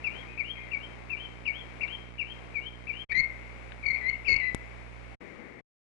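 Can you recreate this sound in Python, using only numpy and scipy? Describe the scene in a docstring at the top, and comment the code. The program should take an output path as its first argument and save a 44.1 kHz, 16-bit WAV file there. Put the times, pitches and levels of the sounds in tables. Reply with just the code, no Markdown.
"""A feeder camera in a backyard plays three shots with short silences between. First a songbird repeats a down-
and-up whistle while far birds answer. In the second shot a close bird gives rising calls, a quaver and a hoarse
scream that overload the small microphone; a dull knock follows. The last shot holds a low drone and faint far
chatter. All this is on the left, over outdoor air. Throughout, the picture signal leaks into the sound as a
buzz: faint on the left, and alone with electronic hiss on the right."""
import sys
import numpy as np
from scipy import signal
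from scipy.fft import rfft, irfft
from scipy.io import wavfile

SR = 44100
rng = np.random.default_rng(int(sys.argv[2]) if len(sys.argv) > 2 else 0)


def put_to_file(sound):
    """Save the sound as 16-bit audio at rate SR, in the file named by the first command-line argument."""
    columns = np.atleast_2d(sound).T  # one column per channel
    safe = np.clip(columns, -1, 1)
    whole_steps = np.round(safe * 32767)
    wavfile.write(sys.argv[1], SR, whole_steps.astype(np.int16))


N = 256220
TIME = np.arange(N) / SR


def undb(db):
    """Turn decibels into a gain to multiply by."""
    return 10 ** (np.asarray(db) / 20)


def band(x, low_hz, high_hz, order=2):
    """Keep the sound between two frequencies."""
    edges_hz = [low_hz, min(high_hz, .45 * SR)]
    return signal.sosfilt(signal.butter(order, edges_hz, "band", fs=SR, output="sos"), x)


def rolloff(x, hz, order=2):
    """Soften the treble above hz."""
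    return signal.sosfilt(signal.butter(order, min(hz, .45 * SR), fs=SR, output="sos"), x)


def walk(rate_hz):
    """A random curve that wanders around zero with a spread near 1."""
    knots_s = np.arange(0, N / SR + 1, 1 / rate_hz)
    return np.interp(TIME, knots_s, rng.standard_normal(len(knots_s)))


def noise(points):
    """Noise shaped by rows of frequency_hz, level_db_per_hz."""
    hz, db = np.transpose(points)
    bins_hz = np.maximum(np.arange(N // 2 + 1) * SR / N, 1)
    gain = undb(np.interp(np.log(bins_hz), np.log(hz), db))
    return irfft(rfft(rng.standard_normal(N)) * gain, N) * np.sqrt(SR / 2)


def gate(t, start_s, end_s, edge_s):
    """A gain that opens softly at the start and closes softly at the end."""
    return np.sin(np.pi / 2 * np.clip(np.minimum(t - start_s, end_s - t) / edge_s + .5, 0, 1)) ** 2


def bounce(x, delay_s, gain_db):
    """The sound plus its reflection off one surface."""
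    return x + undb(gain_db) * np.pad(x, (int(delay_s * SR), 0))[:N]


def echoes(x, early_db, early_s, late_db, late_s):
    """Fence and house wall answer quickly; trees scatter a longer, thin tail without treble."""
    t = TIME[:SR]
    early, late = rng.standard_normal((2, SR)) * (t > .006)
    early *= np.exp(-t / early_s)
    late *= undb(-60 * t / late_s)
    walls = undb(early_db) * early / np.linalg.norm(early)
    trees = undb(late_db) * rolloff(late / np.linalg.norm(late), 3700, order=4)
    return x + signal.fftconvolve(x, walls + trees)[:N]


def yard_air():
    """Gently wavering outdoor air, heard through a microphone that favours 2.2 kHz."""
    # tone colour of the air: frequency_hz, level_db_per_hz
    spectrum = [(25, -80.5), (120, -80.5), (300, -75.5), (600, -77.5), (1100, -80.5), (1600, -82),
                (1950, -79.5), (2230, -73.5), (2600, -83), (3200, -92.5), (4500, -99), (7000, -105),
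                (11000, -114)]
    return noise(spectrum) * undb(1.7 * walk(5.5))


def electronic_hiss():
    """The steady noise of the buzzing channel's electronics."""
    # tone colour of the hiss: frequency_hz, level_db_per_hz
    spectrum = [(25, -76.5), (120, -90), (500, -93.5), (1500, -101), (5000, -107), (11000, -115)]
    return noise(spectrum)


def fence_drone():
    """A low drone and soft hiss by the fence, a faint wash of far bird chatter near 2.1 kHz, and one tone that
    wavers in level."""
    # tone colour of the drone, hiss and far chatter: frequency_hz, level_db_per_hz
    spectrum = [(25, -88), (100, -83), (250, -72), (480, -76), (800, -90), (1600, -89), (2080, -74.5),
                (2600, -103), (4000, -130)]
    # the drone's tone: pitch_hz, level_db
    tone = (485, -55.5)
    pitch_hz, level_db = tone
    wave = np.sqrt(2) * np.sin(2 * np.pi * pitch_hz * TIME)
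    return noise(spectrum) + undb(level_db + 2 * walk(9.1)) * wave


def picture_buzz(start_s, lower_brightness, fade_share):
    """Each scan down the picture starts on bright lawn, dims and ends blank; these pulses buzz."""
    scan_hz, lawn_share, blank_share = 59.94, .13, .087
    position = (TIME - start_s) * scan_hz % 1
    lawn = np.clip(1 - (position - lawn_share) / fade_share, 0, 1)
    brightness = (lower_brightness + (1 - lower_brightness) * lawn) * (position < 1 - blank_share)
    return rolloff(brightness.mean() - brightness, 4100)


def feeder_taps():
    """Light taps at the feeder, each a burst of noise that dies at once."""
    # dry ticks: start_s, peak_db, centre_hz, decay_s
    taps = [(1.879, -33, 2110, 0.0023), (3.72, -26, 2160, 0.0015), (4.515, -39.5, 250, 0.0018)]
    out = np.zeros(N)
    for start_s, peak_db, centre_hz, decay_s in taps:
        burst = rng.standard_normal(N) * (TIME >= start_s) * np.exp(-abs(TIME - start_s) / decay_s)
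        tick = band(burst, centre_hz / np.sqrt(3), centre_hz * np.sqrt(3), order=6)
        out += undb(peak_db) * tick / abs(tick).max()
    return out


def microphone_knock():
    """A dull knock pushes the microphone's thin diaphragm aside with a crackle."""
    # the push: start_s, level_db, length_s
    knock = (4.547, -14.5, 0.0019)
    start_s, level_db, length_s = knock
    progress = np.maximum(TIME - start_s, 0) / length_s
    push = np.clip(1 - progress ** 2, 0, 1)
    crackle = .58 * np.exp(-progress / .7) * band(rng.standard_normal(N), 5000, 10500, order=1)
    return undb(level_db) * (TIME >= start_s) * (crackle - push)


def whistles(notes, waver, flutter_db, edge_s, rasp_db,
             clearing_db=0, rasp_width_hz=400, rasp_above_hz=0, octave=0):
    """A bird's voice organ (syrinx) makes a trembling, gliding tone; a rasp follows its pitch."""
    tremble = 1 + waver * (walk(220) + walk(60)) / np.sqrt(2)
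    grit = rolloff(rng.standard_normal(N) + 1j * rng.standard_normal(N), rasp_width_hz / 2, order=5)
    out = np.zeros(N)
    for note in notes:
        time_s, pitch_hz, level_db = np.transpose(note)
        span = (TIME > time_s[0] - edge_s) & (TIME < time_s[-1] + edge_s)
        t = TIME[span]
        phase = 2 * np.pi * np.cumsum(np.interp(t, time_s, pitch_hz) * tremble[span]) / SR
        tone = np.exp(1j * phase)
        rasp = undb(rasp_db - clearing_db * np.linspace(0, 1, len(t))) * grit[span] / grit.std()
        voice = tone * (1 + rasp * np.exp(2j * np.pi * rasp_above_hz * t))
        overtone = octave * (voice * tone).real  # twice the pitch
        loudness = gate(t, time_s[0], time_s[-1], edge_s) * undb(np.interp(t, time_s, level_db))
        out[span] += loudness * (voice.imag + overtone)
    return np.sqrt(2) * out * undb(flutter_db * walk(160))


def far_birds():
    """Birds further off give faint, gliding notes that fade as they go."""
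    # straight glides: start_s, length_s, start_hz, end_hz, end_db
    glides = [(.225, 0.022, 2163, 1890, -46.5), (.27, 0.079, 2380, 2495, -50), (.55, 0.14, 2410, 2376, -51),
              (.56, 0.17, 2165, 2038, -51), (4.1, 0.0098, 2900, 2843, -44), (4.14, 0.015, 2820, 2870, -50)]
    fade_db_per_s = 45.5
    notes = [[(start_s, start_hz, end_db + fade_db_per_s * length_s), (start_s + length_s, end_hz, end_db)]
             for start_s, length_s, start_hz, end_hz, end_db in glides]
    calls = whistles(notes, waver=.03, flutter_db=2.5, edge_s=.012, rasp_db=-6)
    return echoes(calls, early_db=-8, early_s=.041, late_db=-5.5, late_s=.66)


def songbird():
    """Each whistle flicks up, falls loud and clear, then rises softly and levels off at a crest."""
    # one whistle a row; crest_s and length_s count from start_s, the top of the fall:
    # start_s, top_hz, dip_hz, crest_hz, fall_s, bend (1 = straight), crest_s, length_s,
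    # flick_db, fall_db, rise_db
    slurs = [(0.044, 2734, 2227, 3270, 0.044, 1.26, 0.17, 0.17, -48, -25.5, -45),
             (0.383, 2667, 2117, 3240, 0.046, 1.58, 0.13, 0.143, -31.5, -26.5, -39),
             (0.717, 2810, 2251, 3180, 0.067, 4.5, 0.13, 0.14, -43.5, -29.5, -45.5),
             (1.101, 2718, 2323, 3180, 0.05, 1.75, 0.13, 0.16, -47, -28.5, -43),
             (1.459, 2964, 2207, 3418, 0.052, 3.3, 0.13, 0.16, -43, -26.5, -41.5),
             (1.816, 2805, 2160, 3220, 0.045, 2.33, 0.12, 0.14, -27.5, -26, -38),
             (2.187, 2930, 2160, 3214, 0.043, 1.1, 0.138, 0.143, -44, -29, -42.5),
             (2.546, 2560, 2200, 3200, 0.049, 2.37, 0.13, 0.14, -57, -28.5, -42),
             (2.877, 2696, 2230, 3195, 0.038, 1.17, 0.14, 0.15, -33.5, -29, -42)]
    flick_hz, flick_s, turn_s = 2200, .0075, .016
    rise_from_hz, rise_bend, swell_db = 2695, 1.4, 3.5
    # just before each rise ends, pitch and level dip for a moment: the catch
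    catch_before_end_s, catch_s, catch_hz, catch_db = .036, .006, 150, 6
    progress = np.linspace(0, 1, 40)
    arch_db = 7.5 * np.interp(progress, [0, .46, 1], [1, 0, 1]) ** 2  # a fall is weaker at both ends
    falls, rises = [], []
    for (start_s, top_hz, dip_hz, crest_hz, fall_s, bend, crest_s, length_s,
         flick_db, fall_db, rise_db) in slurs:
        fall_hz = dip_hz + (top_hz - dip_hz) * (1 - progress) ** bend
        fall = np.transpose([start_s + fall_s * progress, fall_hz, fall_db - arch_db])
        falls.append(np.vstack([(start_s - flick_s, flick_hz, flick_db), fall]))
        age_s = fall_s + turn_s + (length_s - fall_s - turn_s) * progress
        catch = np.exp(-((age_s - length_s + catch_before_end_s) / catch_s) ** 2)
        below_crest = abs((crest_s - age_s) / (crest_s - age_s[0])) ** rise_bend
        rise_hz = crest_hz - (crest_hz - rise_from_hz) * below_crest - catch_hz * catch
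        level_db = rise_db - swell_db * (1 - progress) ** 2 - catch_db * catch
        rises.append(np.transpose([start_s + age_s, rise_hz, level_db]))
    song = whistles(falls, waver=.009, flutter_db=1, edge_s=.004, rasp_db=-21)
    song += whistles(rises, waver=.011, flutter_db=2.6, edge_s=.007, rasp_db=-11)
    song = bounce(song, delay_s=.00258, gain_db=-4.5)  # the ground: boosts some pitches, weakens others
    song = bounce(song, delay_s=.068, gain_db=-20)  # the house
    return echoes(song, early_db=-8.5, early_s=.022, late_db=-11.5, late_s=.67)


def close_bird():
    """Beside the microphone: rising calls that start hoarse and clear, a quaver and a two-voiced scream."""
    # two calls that swell as they climb, one list each: time_s, pitch_hz, level_db
    rising_calls = [
        [(3.12, 1875, -27), (3.142, 1956, -34.5), (3.152, 2035, -23), (3.172, 2054, -22), (3.18, 2127, -18),
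         (3.209, 2208, -18)],
        [(4.01, 2110, -34.5), (4.022, 1951, -34.5), (4.05, 2015, -31), (4.08, 2081, -22.5),
         (4.094, 2174, -21.5), (4.103, 2165, -25)],
    ]
    # a trembling call that sinks: time_s, pitch_hz, level_db
    quaver = [(3.828, 2403, -39.5), (3.842, 2200, -31), (3.85, 2130, -34.5), (3.856, 2395, -32),
              (3.866, 2166, -19.5), (3.874, 2346, -27), (3.884, 2183, -21.5), (3.892, 2253, -25.5),
              (3.904, 2108, -25.5), (3.918, 2140, -21), (3.926, 2139, -37), (3.942, 2260, -26.5),
              (3.948, 2217, -20), (3.96, 2090, -30), (3.977, 2115, -31.5)]
    # a hoarse call that wavers and sinks: time_s, pitch_hz, level_db
    scream = [(4.247, 2252, -36), (4.26, 2838, -37.5), (4.272, 2490, -25), (4.288, 2191, -17.5),
              (4.316, 2213, -17.5), (4.338, 2090, -23), (4.361, 2228, -19.5), (4.368, 2267, -21.5),
              (4.39, 2123, -32), (4.426, 1993, -27.5), (4.466, 2031, -25.5), (4.498, 1994, -32.5),
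              (4.52, 2032, -32)]
    # higher tones beside the calls: the first row is a brief higher note heard as the shot opens; the others
    # are the syrinx's other side singing higher and beating with the calls: time_s, pitch_hz, level_db
    upper_voice = [
        [(3.098, 2180, -33.5), (3.13, 2310, -32)],
        [(3.959, 2380, -40), (3.977, 2370, -41.5)],
        [(4.284, 2494, -27.5), (4.302, 2785, -40.5), (4.322, 2542, -32.5), (4.36, 2720, -57), (4.41, 2756, -47),
         (4.47, 2660, -53)],
    ]
    octave = .028  # strength of the overtone, as a share of the main tone
    calls = whistles(rising_calls, waver=.009, flutter_db=1.2, edge_s=.005, rasp_db=-4,
                     clearing_db=17, rasp_width_hz=560, rasp_above_hz=70, octave=octave)
    calls += whistles([quaver], waver=.008, flutter_db=1.2, edge_s=.006, rasp_db=-16, octave=octave)
    calls += whistles([scream], waver=.008, flutter_db=1.1, edge_s=.006, rasp_db=-16,
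                      rasp_width_hz=700, rasp_above_hz=220, octave=octave)
    calls += whistles(upper_voice, waver=.025, flutter_db=3, edge_s=.006, rasp_db=-3, octave=octave)
    calls = bounce(calls, delay_s=.043, gain_db=-9.5)  # a wall
    return echoes(calls, early_db=-9, early_s=.061, late_db=-15, late_s=.95)


def overload(x):
    """A lopsided amplifier bends the wave and flattens its tops, adding overtones and a low flutter."""
    bend, ceiling, sharpness = .38, .118, 6
    bent = x - bend * x ** 2
    upward = np.maximum(bent, 0)
    flattened = upward / (1 + (upward / ceiling) ** sharpness) ** (1 / sharpness)
    return rolloff(np.minimum(bent, 0) + flattened, hz=5500, order=4)


def scene():
    """Microphone on the left, picture buzz and hiss on the right, both cut shot by shot."""
    # when the sound is on: start_s, end_s
    shots = [(-.0124, 3.044), (3.0956, 5.15), (5.207, 5.606)]
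    # each shot's background: air_db, buzz_db, hiss_db, lower_brightness (of the picture; lawn = 1),
    # fade_share (part of the scan over which it dims)
    backgrounds = [(-1.5, -34.5, -4, 0.14, 0.24), (-3, -36.5, -0.5, -.25, 0.28),
                   (-4.5, -41.5, -20, 0.4, 0.23)]
    air, hiss = yard_air(), electronic_hiss()
    drone = fence_drone() * (TIME > shots[-1][0])  # last shot only
    birds = overload(far_birds() + songbird() + close_bird())
    sounds = drone + feeder_taps() + microphone_knock() + birds
    out = np.zeros((2, N))
    for (start_s, end_s), background in zip(shots, backgrounds):
        air_db, buzz_db, hiss_db, lower_brightness, fade_share = background
        buzz = undb(buzz_db) * picture_buzz(start_s, lower_brightness, fade_share)
        left = sounds + undb(air_db) * air + undb(-22.5) * buzz
        right = buzz + undb(hiss_db) * hiss
        out += gate(TIME, start_s, end_s, edge_s=.016) * np.array([left, right])
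    return out


def record(dry, coupling_hz=14, top_hz=11100):
    """A coupling capacitor blocks any steady offset; the highest treble is cut steeply."""
    centred = signal.sosfilt(signal.butter(1, coupling_hz, "high", fs=SR, output="sos"), dry)
    return signal.sosfilt(signal.ellip(10, .2, 70, top_hz, fs=SR, output="sos"), centred)


dry = scene()
out = record(dry)
put_to_file(out)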